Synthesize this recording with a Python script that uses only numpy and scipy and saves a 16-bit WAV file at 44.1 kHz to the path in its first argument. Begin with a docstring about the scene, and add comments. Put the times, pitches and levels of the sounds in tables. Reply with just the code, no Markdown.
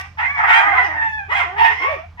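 """Indoors, young puppies tussle in a cardboard box, close to a camera's stereo microphone.
A low hum lies underneath from the start. High squeals come first, often two at once, breaking into
rasping screams as the vocal folds shake, then clearing. An arching yelp joins near half a second, then
a low whimper. A second yelp leads into more screams and whimpers, and one short squeal comes last.
The box walls and the room answer every cry."""
import sys
import numpy as np
from scipy import signal
from scipy.fft import rfft, irfft, next_fast_len
from scipy.io import wavfile
from scipy.ndimage import uniform_filter1d, minimum_filter1d, map_coordinates

SR = 44100
rng = np.random.default_rng(int(sys.argv[2]) if len(sys.argv) > 2 else 0)


def transcribe(signal):
    """Save signal, clipped to [-1, 1], as a 16-bit WAV file at the path in sys.argv[1]."""
    frames = np.atleast_2d(signal).T
    limited = np.clip(frames, -1, 1)
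    pcm = np.round(limited * 32767).astype(np.int16)
    wavfile.write(sys.argv[1], SR, pcm)


N = 97020
T = np.arange(N) / SR
TOP_HZ = 15700
SQUEAL_JITTER, SLACK_JITTER = 0.05536, 0.066  # pitch scatter at full roughness: tight and slack folds


def amp(db):
    return 10 ** (np.asarray(db) / 20)


def unit_rms(x):
    return x / np.sqrt(np.mean(x ** 2) + 1e-20)


def along(points, hz):
    """Read (freq_hz, value) points on a log frequency axis."""
    freqs, values = np.transpose(points)
    return np.interp(np.log(hz + 1), np.log(freqs + 1), values)


def wobble(knots_per_s):
    """A smooth random curve."""
    return map_coordinates(rng.standard_normal(4096), [T * knots_per_s], mode="wrap")


def filtered(x, response):
    """x times a complex response of frequency."""
    size = next_fast_len(N + SR // 4)
    return irfft(rfft(x, size) * response(np.fft.rfftfreq(size, 1 / SR)), size)[..., :N]


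def noise(spectrum):
    """Coloured noise of rms 1."""
    return unit_rms(filtered(rng.standard_normal(N), lambda hz: amp(along(spectrum, hz))))


def controls(rows, attack_s=0.0028, release_s=0.042):
    """The on-off gate of a cry, then one curve for each column after time_s."""
    times, *columns = np.transpose(rows)
    attack = np.clip(1 + (T - times[0]) / attack_s, 0, 1)
    release = np.clip(1 - (T - times[-1]) / release_s, 0, 1)
    return [attack * release] + [np.interp(T, times, column) for column in columns]


# Hush of the room at the microphone: freq_hz, density_db
HUSH_SPECTRUM = [(20, -22), (50, 2.5), (85, 2), (110, -0.5), (160, -4), (210, -14), (400, -23.5),
                 (1000, -16), (3000, -31), (6000, -38), (8500, -50.5), (16000, -54.5)]
def room_tone(hum_hz=83.7, hum_db=-44, hush_db=-48, side_db=-14.5):
    """A wavering low hum and a hush, nearly the same in both channels."""
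    hum = np.sqrt(2) * np.sin(2 * np.pi * hum_hz * T + 0.29 * wobble(6.7))
    hum *= amp(hum_db + 2.5 * wobble(14.99))
    middle = noise(HUSH_SPECTRUM)
    side = amp(side_db) * noise(HUSH_SPECTRUM) * np.array([[1], [-1]])
    return hum + amp(hush_db) * (middle + side)


# Rasp in a puppy's throat: freq_hz, density_db
RASP_SPECTRUM = [(150, -38.5), (300, -26.5), (550, -28), (720, -1.5), (900, 6), (1300, -7.5), (1850, 4.5),
                 (2300, 0), (2700, -5), (3200, -11.5), (4000, -29), (5500, -37), (7500, -52), (10000, -48),
                 (11800, -38.5), (16000, -64.5)]
def rasp(phase, tilt_db):
    """One puff of noise to each cycle of the folds; a darker cry has more of it low down."""
    puffs = rng.standard_normal(N) * (1 + np.cos(phase))
    breath = unit_rms(filtered(puffs, lambda hz: amp(along(RASP_SPECTRUM, hz))))
    low = filtered(breath, lambda hz: 1 / (1 + (hz / 1350) ** 6))
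    high = breath - low
    return low * amp(-0.042 * tilt_db) + high


def cry(throat, jitter, gate, pitch_hz, level_db, roughness, tilt_db, doubling, harmonics):
    """Vocal folds sound through the throat; roughness shakes their cycles and trades tone for rasp."""
    shake = jitter * roughness * wobble(330) + 0.0039 * wobble(70)  # fast scatter, slow waver
    phase = 2 * np.pi * np.cumsum(pitch_hz * (1 + shake)) / SR
    on = gate > 0
    multiples = np.arange(2, 2 * harmonics + 1)[:, None] / 2  # 1, 1.5, 2, ... times the pitch
    partial_hz = multiples * pitch_hz[on]
    brightness_db = tilt_db[on] * np.log2(np.minimum(multiples, 3))  # flat above the third harmonic
    gains = amp(along(throat, partial_hz) + brightness_db) * (partial_hz < TOP_HZ)
    gains *= np.where(multiples % 1, doubling[on], 1)
    partials = np.sin(multiples * phase[on] + rng.uniform(0, 2 * np.pi, multiples.shape))
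    tone = np.zeros(N)
    tone[on] = (gains * partials).sum(0) / np.sqrt((gains ** 2).sum(0) / 2)
    voice = np.sqrt(1 - roughness ** 2) * tone + amp(-2) * roughness * rasp(phase, tilt_db)
    flutter_db = 4 * roughness * wobble(130)
    tremble_db = 1.41 * wobble(70)  # even a clear cry trembles
    return voice * gate * amp(level_db + flutter_db + tremble_db)


# Squeals close by, one list each: time_s, pitch_hz, level_db, roughness_0_to_1, tilt_db_per_octave
SQUEAL_CURVES = [
    [(0, 767, -26, 0.36, -5), (.02, 772, -36, 0.44, 1.5), (.06, 793.6, -45, 0.56, -7.5)],
    [(.174, 900, -32.5, .5, -7.5), (.2, 882, -22.5, 0.7, -7.5), (.245, 976, -14, 0.62, 17.5),
     (.28, 1099, -23, 0.45, 13.5), (.33, 1164, -27.5, 0.14, 6), (.38, 1120, -21, 0.5, 12)],
    [(.365, 928.7, -23, 0.58, 6), (.4, 890, -16, 0.72, -3), (.44, 785.5, -17.5, 0.83, -8.5),
     (.48, 733.7, -17.5, 0.61, 1), (.55, 735.8, -18, 0.44, 6), (.62, 818, -17, 0.64, -3),
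     (.7, 828, -19, 0.47, -10.5), (.78, 735.7, -26.5, .6, -17), (.86, 832.6, -26.5, 0.5, -12.5)],
    [(.48, 900, -18, 0.68, -6), (.51, 901, -13, 0.62, 0.5), (.57, 885.9, -12.5, 0.49, -9),
     (.62, 925.6, -19, 0.63, -11.5), (.68, 1045, -23.5, 0.34, 11.5), (.74, 1030, -21, 0.57, 1.5),
     (.81, 1007, -16.5, 0.48, -1), (.87, 972, -29.5, 0.58, 17), (.94, 913.7, -26, 0.85, -2.5),
     (.985, 887.4, -21.5, 0.39, 6), (1.02, 902.5, -21.5, 0.45, 3.5), (1.075, 886, -21, 0.12, -5.5),
     (1.105, 869, -34.5, 0.11, 2.5), (1.13, 872, -28, 0, 3), (1.2, 858, -32.5, 0, -2),
     (1.28, 833, -46.5, 0.11, 3.5)],
    [(1.18, 830.5, -29, 0, 5), (1.21, 804.5, -28, 0, -2.5), (1.25, 785, -37, 0.1, 1)],
    [(1.285, 936, -48, .5, 12), (1.307, 979.7, -23.5, .55, 6.5), (1.33, 1026, -21.5, 0.51, 2),
     (1.37, 1081, -25.5, 0.7, 4.5), (1.41, 1038, -19.5, 0.54, -1.5), (1.5, 1034, -41.5, 0.3, -9)],
    [(1.56, 830, -32.5, .5, -5), (1.585, 906.5, -17, 0.7, -7), (1.6, 925, -16, 0.71, -9.5),
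     (1.62, 915.3, -9, 0.23, -21.5), (1.65, 905.3, -12.5, 0.6, -9), (1.69, 911.2, -14, 0.67, -4),
     (1.73, 1000, -25.5, 0.73, 5), (1.79, 1051, -32, 0.45, 2.5), (1.825, 1061, -18.5, 0.46, -2.5),
     (1.885, 1128, -21.5, .3, -9), (1.92, 1163, -29.5, 0.65, 6), (1.97, 1155, -39.5, .34, 1.5)],
    [(2.175, 939, -45, .6, -7), (2.2, 963, -28.5, 0.53, -6.5)],
]
# Throat and mouth in a squeal: freq_hz, gain_db
SQUEAL_FORMANTS = [(500, -28), (850, 2.5), (1200, 5.5), (1550, 6), (1900, 10.5), (2400, 5), (2700, -11),
                   (3200, -14.5), (3600, -20), (4400, -32.5), (6200, -31.5), (7500, -45), (11500, -45.5),
                   (16000, -78)]
# Alternating cycles of the folds add partials between the harmonics: time_s, strength_0_to_1
PERIOD_DOUBLING = [(.63, 0.77), (.67, 1), (.71, 1), (.73, .01)]
def squeals():
    """High cries that swing between a clear tone and a scream."""
    doubling = np.interp(T, *np.transpose(PERIOD_DOUBLING))
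    return sum(cry(SQUEAL_FORMANTS, SQUEAL_JITTER, *controls(rows), doubling, harmonics=14)
               for rows in SQUEAL_CURVES)


# Yelps close by, one list each: time_s, pitch_hz, level_db, roughness_0_to_1, tilt_db_per_octave
YELP_CURVES = [
    [(.45, 334.2, -34, .5, -3), (.5, 641.8, -20.5, 0.4, 11), (.55, 794.3, -14.5, 0.1, 6),
     (.595, 808.6, -15.5, 0.1, 4.5), (.635, 387, -32, 0.3, 0.5)],
    [(1.285, 376, -39.5, 0.53, -8.5), (1.32, 599.2, -23.5, .45, 1.5), (1.35, 775.4, -23.5, 0.5, 1),
     (1.385, 797.7, -22.5, 0.24, 2.5), (1.415, 604, -29, 0.58, 2), (1.455, 340, -33, 0.4, -3)],
]
# Throat and open mouth in a yelp: freq_hz, gain_db
YELP_FORMANTS = [(300, -12.5), (550, -10), (790, 0.5), (1150, 6), (1600, 1), (2400, -2.5), (2750, -10),
                 (3200, -11), (4000, -31.5), (5400, -36.5), (7500, -39), (10000, -46), (16000, -65.5)]
def yelps():
    """Throaty cries whose pitch arches as the mouth opens and shuts."""
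    return sum(cry(YELP_FORMANTS, SLACK_JITTER, *controls(rows), doubling=np.zeros(N), harmonics=16)
               for rows in YELP_CURVES)


# Whimpers close by, one list each: time_s, pitch_hz, level_db, tilt_db_per_octave
WHIMPER_CURVES = [
    [(.635, 379.7, -31.5, 4), (.68, 292.4, -41.5, -4), (.74, 389.2, -20.5, 13.5), (.8, 499.7, -24, 5.5),
     (.85, 382, -31, 3), (.89, 308.2, -33.5, 5), (1.06, 298.4, -48, -1)],
    [(1.46, 342.2, -36, 2.5), (1.56, 405.7, -35, -1), (1.62, 454.3, -43, -8), (1.72, 438, -40.5, -13),
     (1.78, 435.2, -45.5, -11), (1.89, 592.5, -30, 8), (1.96, 611.5, -43.5, 21), (1.995, 661.6, -35.5, -7),
     (2.03, 683, -42.5, -10)],
    [(1.8, 258.7, -41, 2.5), (1.84, 392.6, -35, -12.5), (1.9, 650, -30, -9.5), (1.945, 563, -30.5, -18),
     (1.97, 350, -41.5, -18), (1.985, 280, -64, 10)],
]
# Throat and mouth in a whimper: freq_hz, gain_db
WHIMPER_FORMANTS = [(280, 1.5), (450, -13), (700, 3.5), (1100, -4), (1500, -3), (2100, -10.5), (3200, -38),
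                    (4500, -52), (9000, -49), (16000, -70)]
def whimpers(roughness=0.4235):
    """Low, hoarse cries from slack folds, swooping up and down."""
    return sum(cry(WHIMPER_FORMANTS, SLACK_JITTER, gate, pitch_hz, level_db, roughness, tilt_db,
                   doubling=np.zeros(N), harmonics=10)
               for gate, pitch_hz, level_db, tilt_db in map(controls, WHIMPER_CURVES))


def ride_band(x, band, curve):
    """Raise and lower one band of x along a (time_s, gain_db) curve."""
    gain = amp(np.interp(T, *np.transpose(curve)))
    return x + filtered(x, band) * (gain - 1)


# Treble of the cries: time_s, gain_db
TREBLE_SWELLS = [(.02, 6.5), (.19, 2), (0.251, -14.5), (0.456, -9.5), (0.486, -1.5), (0.568, 0),
                 (.65, -13.5), (0.751, -5.5), (0.851, -2), (0.959, -15.5), (1.1, 2), (1.22, -12),
                 (1.29, -2.5), (1.379, 2.5), (1.479, -0.5), (1.56, -3.5), (1.619, 7), (1.71, -2),
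                 (1.821, 1)]
# A narrow shrill band on top of that: time_s, gain_db
SHRILL_SWELLS = [(0.168, 11), (0.239, 1.5), (.42, 9.5), (.5, 2.5), (0.811, 1.5), (.855, 17), (.93, 0),
                 (1.561, 4.5), (1.629, 5.5), (1.7, 5), (1.77, 15), (1.88, 6)]
def puppies(treble_hz=2360, shrill_hz=5400, width_hz=420):
    """All the cries in the box; their treble and their shrill edge come and go."""
    voices = squeals() + yelps() + whimpers()
    voices = ride_band(voices, lambda hz: 1 - 1 / (1 + (hz / treble_hz) ** 20), TREBLE_SWELLS)
    return ride_band(voices, lambda hz: np.exp(-.5 * ((hz - shrill_hz) / width_hz) ** 2), SHRILL_SWELLS)


# Decay of the room around the box: freq_hz, t60_s
ROOM_DECAY = [(200, 0.077), (900, 0.27), (2200, 0.34), (6000, 0.61), (14000, 0.12)]
def box_and_room(x, left_lead_s=.00023, wall_span_s=.022, wall_db=0.5, room_db=-5):
    """Sound reaches the microphone's left port first; cardboard echoes and the room's tail follow."""
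    direct = filtered(x, lambda hz: np.exp(1j * np.pi * hz * left_lead_s * np.array([[1], [-1]])))
    hz, age_s, spectra = signal.stft(rng.standard_normal((2, SR // 2)), SR, nperseg=256)
    decay = amp(-60 * age_s / along(ROOM_DECAY, hz)[:, None])
    tail = signal.istft(spectra * decay, SR, nperseg=256)[1]
    response = amp(room_db) * tail / np.linalg.norm(tail[0])
    for channel in response:
        delays = (rng.uniform(0.07784, 1, size=12) * wall_span_s * SR).astype(int)
        echoes = rng.standard_normal(len(delays)) * np.exp(-delays / (wall_span_s * SR))
        channel[delays] += amp(wall_db) * echoes / np.linalg.norm(echoes)
    return direct + signal.fftconvolve(x[None], response, axes=1)[:, :N]


# Balance at the microphone: freq_hz, right_over_left_db
STEREO_BALANCE = [(100, 1.8), (700, 0.6), (2500, 4.5), (5000, 6.5), (14000, 6)]
def scene():
    """Puppies at close range over the room tone, all louder on the right."""
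    mix = box_and_room(puppies()) + room_tone()
    return filtered(mix, lambda hz: amp(along(STEREO_BALANCE, hz) * np.array([[-.5], [.5]])))


def record(dry, ceiling=1, reaction_s=0.0017):
    """The camera limits peaks over its ceiling and keeps nothing above its band limit."""
    window = int(reaction_s * SR)
    needed_gain = np.minimum(1, ceiling / (np.abs(dry).max(0) + 1e-9))
    gain = uniform_filter1d(minimum_filter1d(needed_gain, 2 * window), window)
    return filtered(dry * gain, lambda hz: hz < TOP_HZ)


dry = scene()
out = record(dry)
transcribe(out)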